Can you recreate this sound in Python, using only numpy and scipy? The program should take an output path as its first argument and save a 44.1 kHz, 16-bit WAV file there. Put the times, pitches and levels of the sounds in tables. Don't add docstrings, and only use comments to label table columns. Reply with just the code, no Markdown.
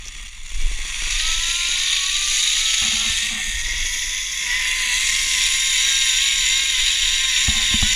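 import sys
import numpy as np
from scipy import signal
from scipy.fft import rfft, irfft, next_fast_len
from scipy.io import wavfile
from scipy.ndimage import uniform_filter1d, map_coordinates

SR = 44100
rng = np.random.default_rng(int(sys.argv[2]) if len(sys.argv) > 2 else 0)


def materialize(psi):
    bounded = np.clip(np.atleast_2d(psi).T, -1, 1)
    quanta = np.round(bounded * 32767).astype(np.int16)
    wavfile.write(sys.argv[1], SR, quanta)


N = 350595

# t/s, heading (0 at the start, 1 ahead, 2 aside, 3 swinging back, 4 down the line)
HEADING = [(0, 0), (.95, 0), (1.25, 1), (3.05, 1), (3.4, 2), (4.38, 2), (4.5, 3), (4.8, 3), (5.75, 4),
           (7.95, 4)]
# t/s, strand-rate drop/Hz, later strand-rate rise/Hz, hiss sag just before/dB (negative: swell)
JOLTS = [(2.06, 8, 3, -1.5), (2.4, 8, 3, -0.5), (2.53, 7, 3, -0.5), (2.905, 12, 5, 0.5), (3.16, 9, 7, 0.5),
         (4.504, 32, 5, 1), (4.65, 8, 0, 0), (4.926, 25, 0, 1), (5.364, 23.5, -8, 2.5), (5.771, 24, 6, 2),
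         (6.15, 26, 10, 0.5), (6.47, 26, 3, 2), (6.784, 30, 3, 2), (7.085, 18, -2, 2), (7.36, 30, 5.5, 1.5),
         (7.61, 12, 2.5, 1), (7.845, 36, 1, 0.5)]


def hiss():
    # t/s, level/dB, treble gain/dB
    roll = [(0.0, -38, -3.5), (0.14, -34.5, -3), (0.42, -40.5, -1), (0.63, -31.5, -2), (0.78, -31, -2),
            (0.98, -25, -2.5), (1.18, -20, -1.5), (1.5, -22, 1.5), (1.72, -20, -1), (2.15, -21.5, 1),
            (2.36, -21, 4), (2.6, -19.5, 1.5), (3.05, -19, -0.5), (3.22, -20, -0.5), (3.36, -23.5, -3.5),
            (3.5, -24, 0), (3.75, -22, -4), (3.92, -23.5, 2.5), (4.3, -25, 1), (4.65, -20, -1),
            (5.05, -20, 2), (5.5, -19, 1.5), (6.15, -18, 0), (6.9, -17.5, -2.5), (7.95, -18, -1.5)]
    level_db, bright_db = curves(roll)
    heading = curves(HEADING)[0]

    shaking = frame_modes(roughness())
    out = 0
    for k, heard in enumerate(shaking):
        facing = np.clip(1 - np.abs(heading - k), 0, 1)
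        out = out + facing * unit(heard)

    treble = filtered(out, lambda f: 1 / (1 + (5100 / (f + 1)) ** 12))
    body = out - treble
    jolt_s, _, _, sag_db = np.transpose(JOLTS)
    sag_lead_s, sag_width_s, treble_share = 0.11, 0.083, 0.35
    sag_db = dips(jolt_s - sag_lead_s, sag_db, sag_width_s, sag_width_s)
    mix = amp(-sag_db) * body + amp(bright_db - treble_share * sag_db) * treble
    return amp(level_db) * notched(mix)


def roughness():
    spurts = amp(.35 * wobble(90) + .75 * wobble(250) + 1.1 * wobble(600))
    creep_db, creep_knots_per_s, creep_end_s = 2, 220, 1.0
    creep = np.clip(2 - 2 * np.arange(N) / SR / creep_end_s, 0, 1) * creep_db
    spurts = spurts * amp(creep * wobble(creep_knots_per_s))
    shake = patchy(spurts * rng.standard_normal(N), 128, 9, 4, 1.1)
    return patchy(shake, 2048, 2, 10, 2.2)


def frame_modes(shake):
    # f/Hz, width/Hz, relative level/dB at headings 0 to 4
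    frame = [(1108, 400, -9, -25, -23, -21.5, -32), (1615, 46, -9, -41, -55, -24, -35),
             (1884, 186, -3.5, -12.5, -7, -5, -7), (2147, 334, 2.5, -17, -1, -0.5, -25.5),
             (2390, 764, -4.5, -8, -23, -12, -7.5), (2690, 350, 2, -8.5, -5.5, -2.5, -8),
             (3194, 880, -15, -6.5, -55, -55, -5.5), (3393, 310, 4, -7.5, 1, -2, -26.5),
             (3790, 360, -20, -2, -9.5, -24, -1), (4075, 530, -6, -12, -16, -6.5, -55),
             (4520, 250, -5.5, -10.5, -29, -54, -11.5), (4690, 170, -6, -10, -8.5, -6.5, -11),
             (5350, 940, -31, -17.5, -10.5, -10, -25.5), (5707, 520, -2.5, -14.5, -12, -10.5, -6.5),
             (6000, 250, -4, -7.5, -5, -18, -10), (6400, 570, -3.5, -11.5, -4.5, -8, -55),
             (6680, 270, -18, -4, -7, -11, -9.5), (6946, 500, 1, -10.5, -8, -12.5, -4),
             (7500, 330, -15, -16.5, -17, -13, -14), (7840, 300, -21, -36, -10, -12.5, -21.5),
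             (8180, 880, -9, -28.5, -7.5, -16, -32), (9000, 730, -7, -21, -38, -15.5, -20),
             (9650, 660, -17, -20, -15.5, -20, -17.5), (10310, 367, -8, -14, -14, -15, -14.5),
             (10620, 210, -33, -30, -20, -17, -21), (11040, 210, -55, -44, -32, -27, -28),
             (12740, 930, -34, -32.5, -29, -29, -28), (13600, 670, -22, -41, -28, -35, -46),
             (13990, 540, -28, -36, -38, -29, -33), (14970, 2000, -33, -43, -43, -55, -36)]
    # f/Hz, width/Hz, lift/dB
    rings = [(1937, 42, 2.5), (2235, 43, 1), (3590, 110, 1), (3702, 68, 4.5), (4830, 46, 5),
             (5760, 59, 5.5), (7070, 70, 3.5), (9080, 74, 0.5), (10240, 90, 3), (11030, 40, 10),
             (13980, 70, 2)]

    def lift(f):
        return 1 + sum((amp(db) - 1) * np.abs(modes([(c, w, 0)], f)[0]) ** 2 for c, w, db in rings)

    def response(f):
        shapes = np.array([np.abs(modes([(c, w, 0)], f)[0]) ** 3.4 for c, w, *_ in frame])
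        power_gains = amp(2 * np.array(frame)[:, 2:].T)
        return lift(f) * np.sqrt(power_gains @ shapes)

    return filtered(shake, response)


def notched(x):
    # start t/s, end t/s, start f/Hz, end f/Hz, depth/dB
    notches = [(3.17, 3.72, 5600, 5370, 13), (4.54, 5.17, 5360, 5260, 16), (3.13, 5.12, 8160, 8480, 21),
               (4.3, 4.9, 4560, 4200, 11), (3, 4.16, 3500, 3200, 3)]
    hz, t, z = signal.stft(x, SR, nperseg=512)
    for start_s, end_s, from_hz, to_hz, depth_db in notches:
        way = np.clip((t - start_s) / (end_s - start_s), 0, 1)
        centre_hz = from_hz + (to_hz - from_hz) * way
        shape = np.exp(-((hz[:, None] / centre_hz - 1) / 0.089) ** 2)
        z = z * amp(-depth_db * np.sin(np.pi * way) ** 2 * shape)
    return signal.istft(z, SR, nperseg=512)[1][:N]


def whine():
    # t/s, strand rate f/Hz
    strands = [(0.95, 271), (1.1, 290), (1.28, 323.5), (1.55, 342.7), (1.72, 354.7), (2.0, 374.5),
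               (2.33, 399.6), (2.68, 433.4), (2.95, 446.1), (3.27, 462.5), (3.48, 456), (3.82, 487),
               (4.1, 499), (4.36, 527), (4.62, 506.8), (5.24, 530), (5.95, 536), (7.0, 537), (7.5, 532.5),
               (7.95, 516.5)]
    # level/dB at headings 0 to 4, before the frame's carry
    harmonics = [(-71, -69.5, -69.5, -61.5, -65), (-77, -59, -54.5, -43.5, -47.5),
                 (-88, -50, -64, -51, -39), (-52, -47, -40, -28, -32.5), (-53, -44.5, -60, -63, -60),
                 (-65, -49, -52, -46, -36.5), (-65, -46, -43, -47, -31)]
    # f/Hz, gain/dB
    carry = [(500, 0), (750, -10), (880, -0.5), (1050, 1), (1300, 5), (1430, 0.5), (1520, -6.5),
             (1740, 0.5), (1810, 8), (1900, 0.5), (2000, 1), (2200, -3.5), (3100, -0.5), (3750, 0)]
    slow_s, recover_s, rebound_lag_s, rebound_s = .06, .05, 0.101, .09
    jolt_s, drop_hz, rebound_hz, _ = np.transpose(JOLTS)
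    rate_hz = curves(strands)[0] - dips(jolt_s, drop_hz, slow_s, recover_s)
    rate_hz = rate_hz + dips(jolt_s + rebound_lag_s, rebound_hz, recover_s, rebound_s)
    jitter = 1 + .004 * wobble(50) + .004 * wobble(14)
    phase = 2 * np.pi * np.cumsum(rate_hz * jitter) / SR

    heading = curves(HEADING)[0]
    tone = 0
    for k, heading_db in enumerate(harmonics, start=1):
        level_db = np.interp(heading, range(len(heading_db)), heading_db) + along(carry, k * rate_hz)
        level_db = level_db + 2.04 * wobble(18) + 1.57 * wobble(4)
        tone = tone + np.sqrt(2) * amp(level_db) * np.sin(k * phase)
    fade_in = np.clip((np.arange(N) / SR - strands[0][0]) / .15, 0, 1)
    return tone * fade_in


def hook():
    # t/s, level/dB
    ticks = [(.0545, -30), (.0575, -32), (.0665, -33), (.0735, -28), (.0805, -31), (.0838, -23),
             (.493, -31), (.615, -29), (1.108, -21)]
    # f/Hz, width/Hz, level/dB
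    hook_modes = [(2700, 250, -1), (3580, 400, -10), (5930, 500, 19.5), (8800, 900, -3)]
    taps = blows(ticks, np.array(ticks)[:, 1] + 17)
    return filtered(taps, lambda f: sum(modes(hook_modes, f)) / (1 + 1j * f / 6000) ** 2)


def case():
    # t/s, level/dB, relative thud/dB, relative upper ring/dB
    knocks = [(2.819, -37.5, 4, -1), (2.886, -44, 7, -2), (3.097, -46, 14.5, -12), (7.482, -21, 2.5, -10.5),
              (7.711, -37, 3, -13), (7.739, -15.5, -9.5, -20), (7.826, -23, 3, -5.5)]
    # t/s, length/s, level/dB, relative upper ring/dB
    rubs = [(0.229, .04, -55.5, -8), (.66, .02, -51, -8), (1.723, 0.059, -55.5, 2), (2.81, 0.045, -41, -2),
            (2.865, 0.23, -44, 0), (3.221, .04, -44.5, -5), (3.299, 0.11, -38.5, -6.5),
            (3.436, 0.065, -50, -5), (7.48, 0.027, -31, -7), (7.539, 0.11, -48, 2),
            (7.704, 0.039, -39.5, -6), (7.808, 0.054, -35, -13), (7.9, .05, -49, -2)]
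    # f/Hz, width/Hz, level/dB
    thud_modes = [(63.4, 33, 0)]
    hollow_modes = [(218.4, 53, 0)]
    shell_modes = [(777, 104, 7.5), (1080, 130, 6), (1500, 130, -7), (400, 360, -9)]

    def thud(f):
        return modes(thud_modes, f)[0] / (1 + 1j * f / 130) ** 2

    def hollow(f):
        return modes(hollow_modes, f)[0] ** 2

    def shell(f):
        return sum(modes(shell_modes, f))

    _, knock_db, thud_db, upper_db = np.transpose(knocks)
    out = filtered(blows(knocks, knock_db + 49.5), hollow)
    out += filtered(blows(knocks, knock_db + upper_db + 34), shell)
    out += filtered(blows(knocks, knock_db + thud_db + 59.5), thud)

    skin = amp(2.7 * wobble(60)) * rng.standard_normal(N)
    low = unit(filtered(skin, lambda f: hollow(f) ** 2))
    upper = unit(filtered(skin, shell))
    t = np.arange(N) / SR
    press_s, lift_db_per_s = .012, 500
    for start_s, length_s, rub_db, ring_db in rubs:
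        press = np.clip((t - start_s) / press_s, 0, 1)
        release = amp(-lift_db_per_s * np.maximum(t - start_s - length_s, 0))
        out += press * release * amp(rub_db) * (low + amp(ring_db) * upper)
    return out


def wind():
    # t/s, buffeting level/dB, quicker part level/dB, flutter level/dB
    gusts = [(0.0, -36, -49, -62), (0.33, -33, -51, -64), (0.5, -30, -48, -66), (0.57, -20, -43, -60),
             (0.7, -22.5, -43.5, -56), (1.05, -26, -47, -66), (1.9, -36, -56, -60),
             (2.65, -35.5, -57, -62.5), (2.9, -36.5, -41, -58), (3.25, -37.5, -48.5, -55),
             (3.7, -29, -42, -63), (4.1, -34.5, -51, -59), (4.25, -42, -52, -62), (4.75, -33.5, -48, -55),
             (5.5, -38, -50.5, -56.5), (5.8, -42.5, -53, -59), (6.45, -34, -51, -58), (6.65, -40, -50, -59),
             (6.8, -29, -54, -60.5), (7.4, -36.5, -51, -55), (7.8, -27, -35, -51), (7.95, -33, -40, -45)]
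    # f/Hz, gain/dB
    rumble_spectrum = [(7, -20), (14, 10.5), (40, 4), (75, -17.5), (120, -26), (300, -47), (600, -46),
                       (1500, -120)]
    # t/s, level/dB
    pop_rows = [(0.061, -40), (0.2, -46), (0.518, -42), (0.619, -36), (0.665, -38), (0.712, -32.5),
                (0.788, -35), (0.85, -37), (1.021, -33), (1.071, -35), (1.29, -36), (1.388, -39),
                (1.482, -35.5), (1.549, -39), (1.689, -35), (2.32, -38), (3.632, -41), (3.681, -35),
                (3.732, -35), (3.848, -35), (3.961, -38), (4.042, -41), (4.11, -43), (4.438, -40),
                (4.694, -39), (4.767, -43), (4.807, -38), (5.264, -38), (5.327, -41), (5.876, -36),
                (5.909, -38), (6.569, -38.5), (6.633, -36), (6.899, -44), (6.943, -41), (7.237, -38)]
    level_db, quick_db, flutter_db = curves(gusts)

    rumble = filtered(rng.standard_normal(N), lambda f: amp(along(rumble_spectrum, f)))
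    quick = filtered(rumble, lambda f: 1 / (1 + (55 / (f + 1)) ** 8))
    rumble = amp(level_db) * unit(rumble - quick) + amp(quick_db) * unit(quick)
    gusty_db = 2
    lumps = amp(gusty_db * wobble(9))

    eddies = amp(4 * wobble(25)) * rng.standard_normal(N)
    flutter = unit(filtered(eddies, lambda f: modes([(163, 180, 0)], f)[0] ** 2))

    def push(f):
        delay = np.exp(-2j * np.pi * f * 0.00245)
        return modes([(303, 320, 0)], f)[0] * modes([(413, 1800, 0)], f)[0] * delay

    pops = filtered(blows(pop_rows, np.array(pop_rows)[:, 1] + 33), push)
    return lumps * rumble + amp(flutter_db) * flutter + pops


def amp(db):
    return 10 ** (np.asarray(db) / 20)


def unit(x):
    return x / np.sqrt(np.mean(x ** 2) + 1e-20)


def along(points, hz):
    f, v = np.transpose(points)
    return np.interp(np.log(hz + 1), np.log(f + 1), v)


def curves(rows):
    s, *cols = np.transpose(rows)
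    return [np.interp(np.arange(N) / SR, s, c) for c in cols]


def wobble(rate):
    return map_coordinates(rng.standard_normal(int(N * rate / SR) + 4), [np.arange(N) * rate / SR])


def filtered(x, response):
    m = next_fast_len(N + SR // 2)
    return irfft(rfft(x, m) * response(np.fft.rfftfreq(m, 1 / SR)), m)[..., :N]


def modes(rows, f):
    return [amp(db) * 1j * f * w / (c * c - f * f + 1j * f * w) for c, w, db in rows]


def blows(rows, db):
    x = np.zeros(N)
    x[np.round(np.array(rows)[:, 0] * SR).astype(int)] = amp(db)
    return x


def patchy(x, size, tall, long, depth_db):
    z = signal.stft(x, SR, nperseg=size)[2]
    field = uniform_filter1d(rng.standard_normal(z.shape), tall, 0)
    field = uniform_filter1d(field, long, 1)
    return signal.istft(z * amp(depth_db * unit(field)), SR, nperseg=size)[1][:N]


def dips(times, sizes, before_s, after_s):
    t = np.arange(N) / SR
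    return sum(size * np.exp(-((t - s) / np.where(t < s, before_s, after_s)) ** 2)
               for s, size in zip(times, sizes))


def scene():
    mono = hiss() + whine() + hook() + case() + wind()
    return np.tile(mono, (2, 1))


def record(dry):
    top_hz = 15270
    return filtered(dry, lambda hz: hz < top_hz)


dry = scene()
out = record(dry)
materialize(out)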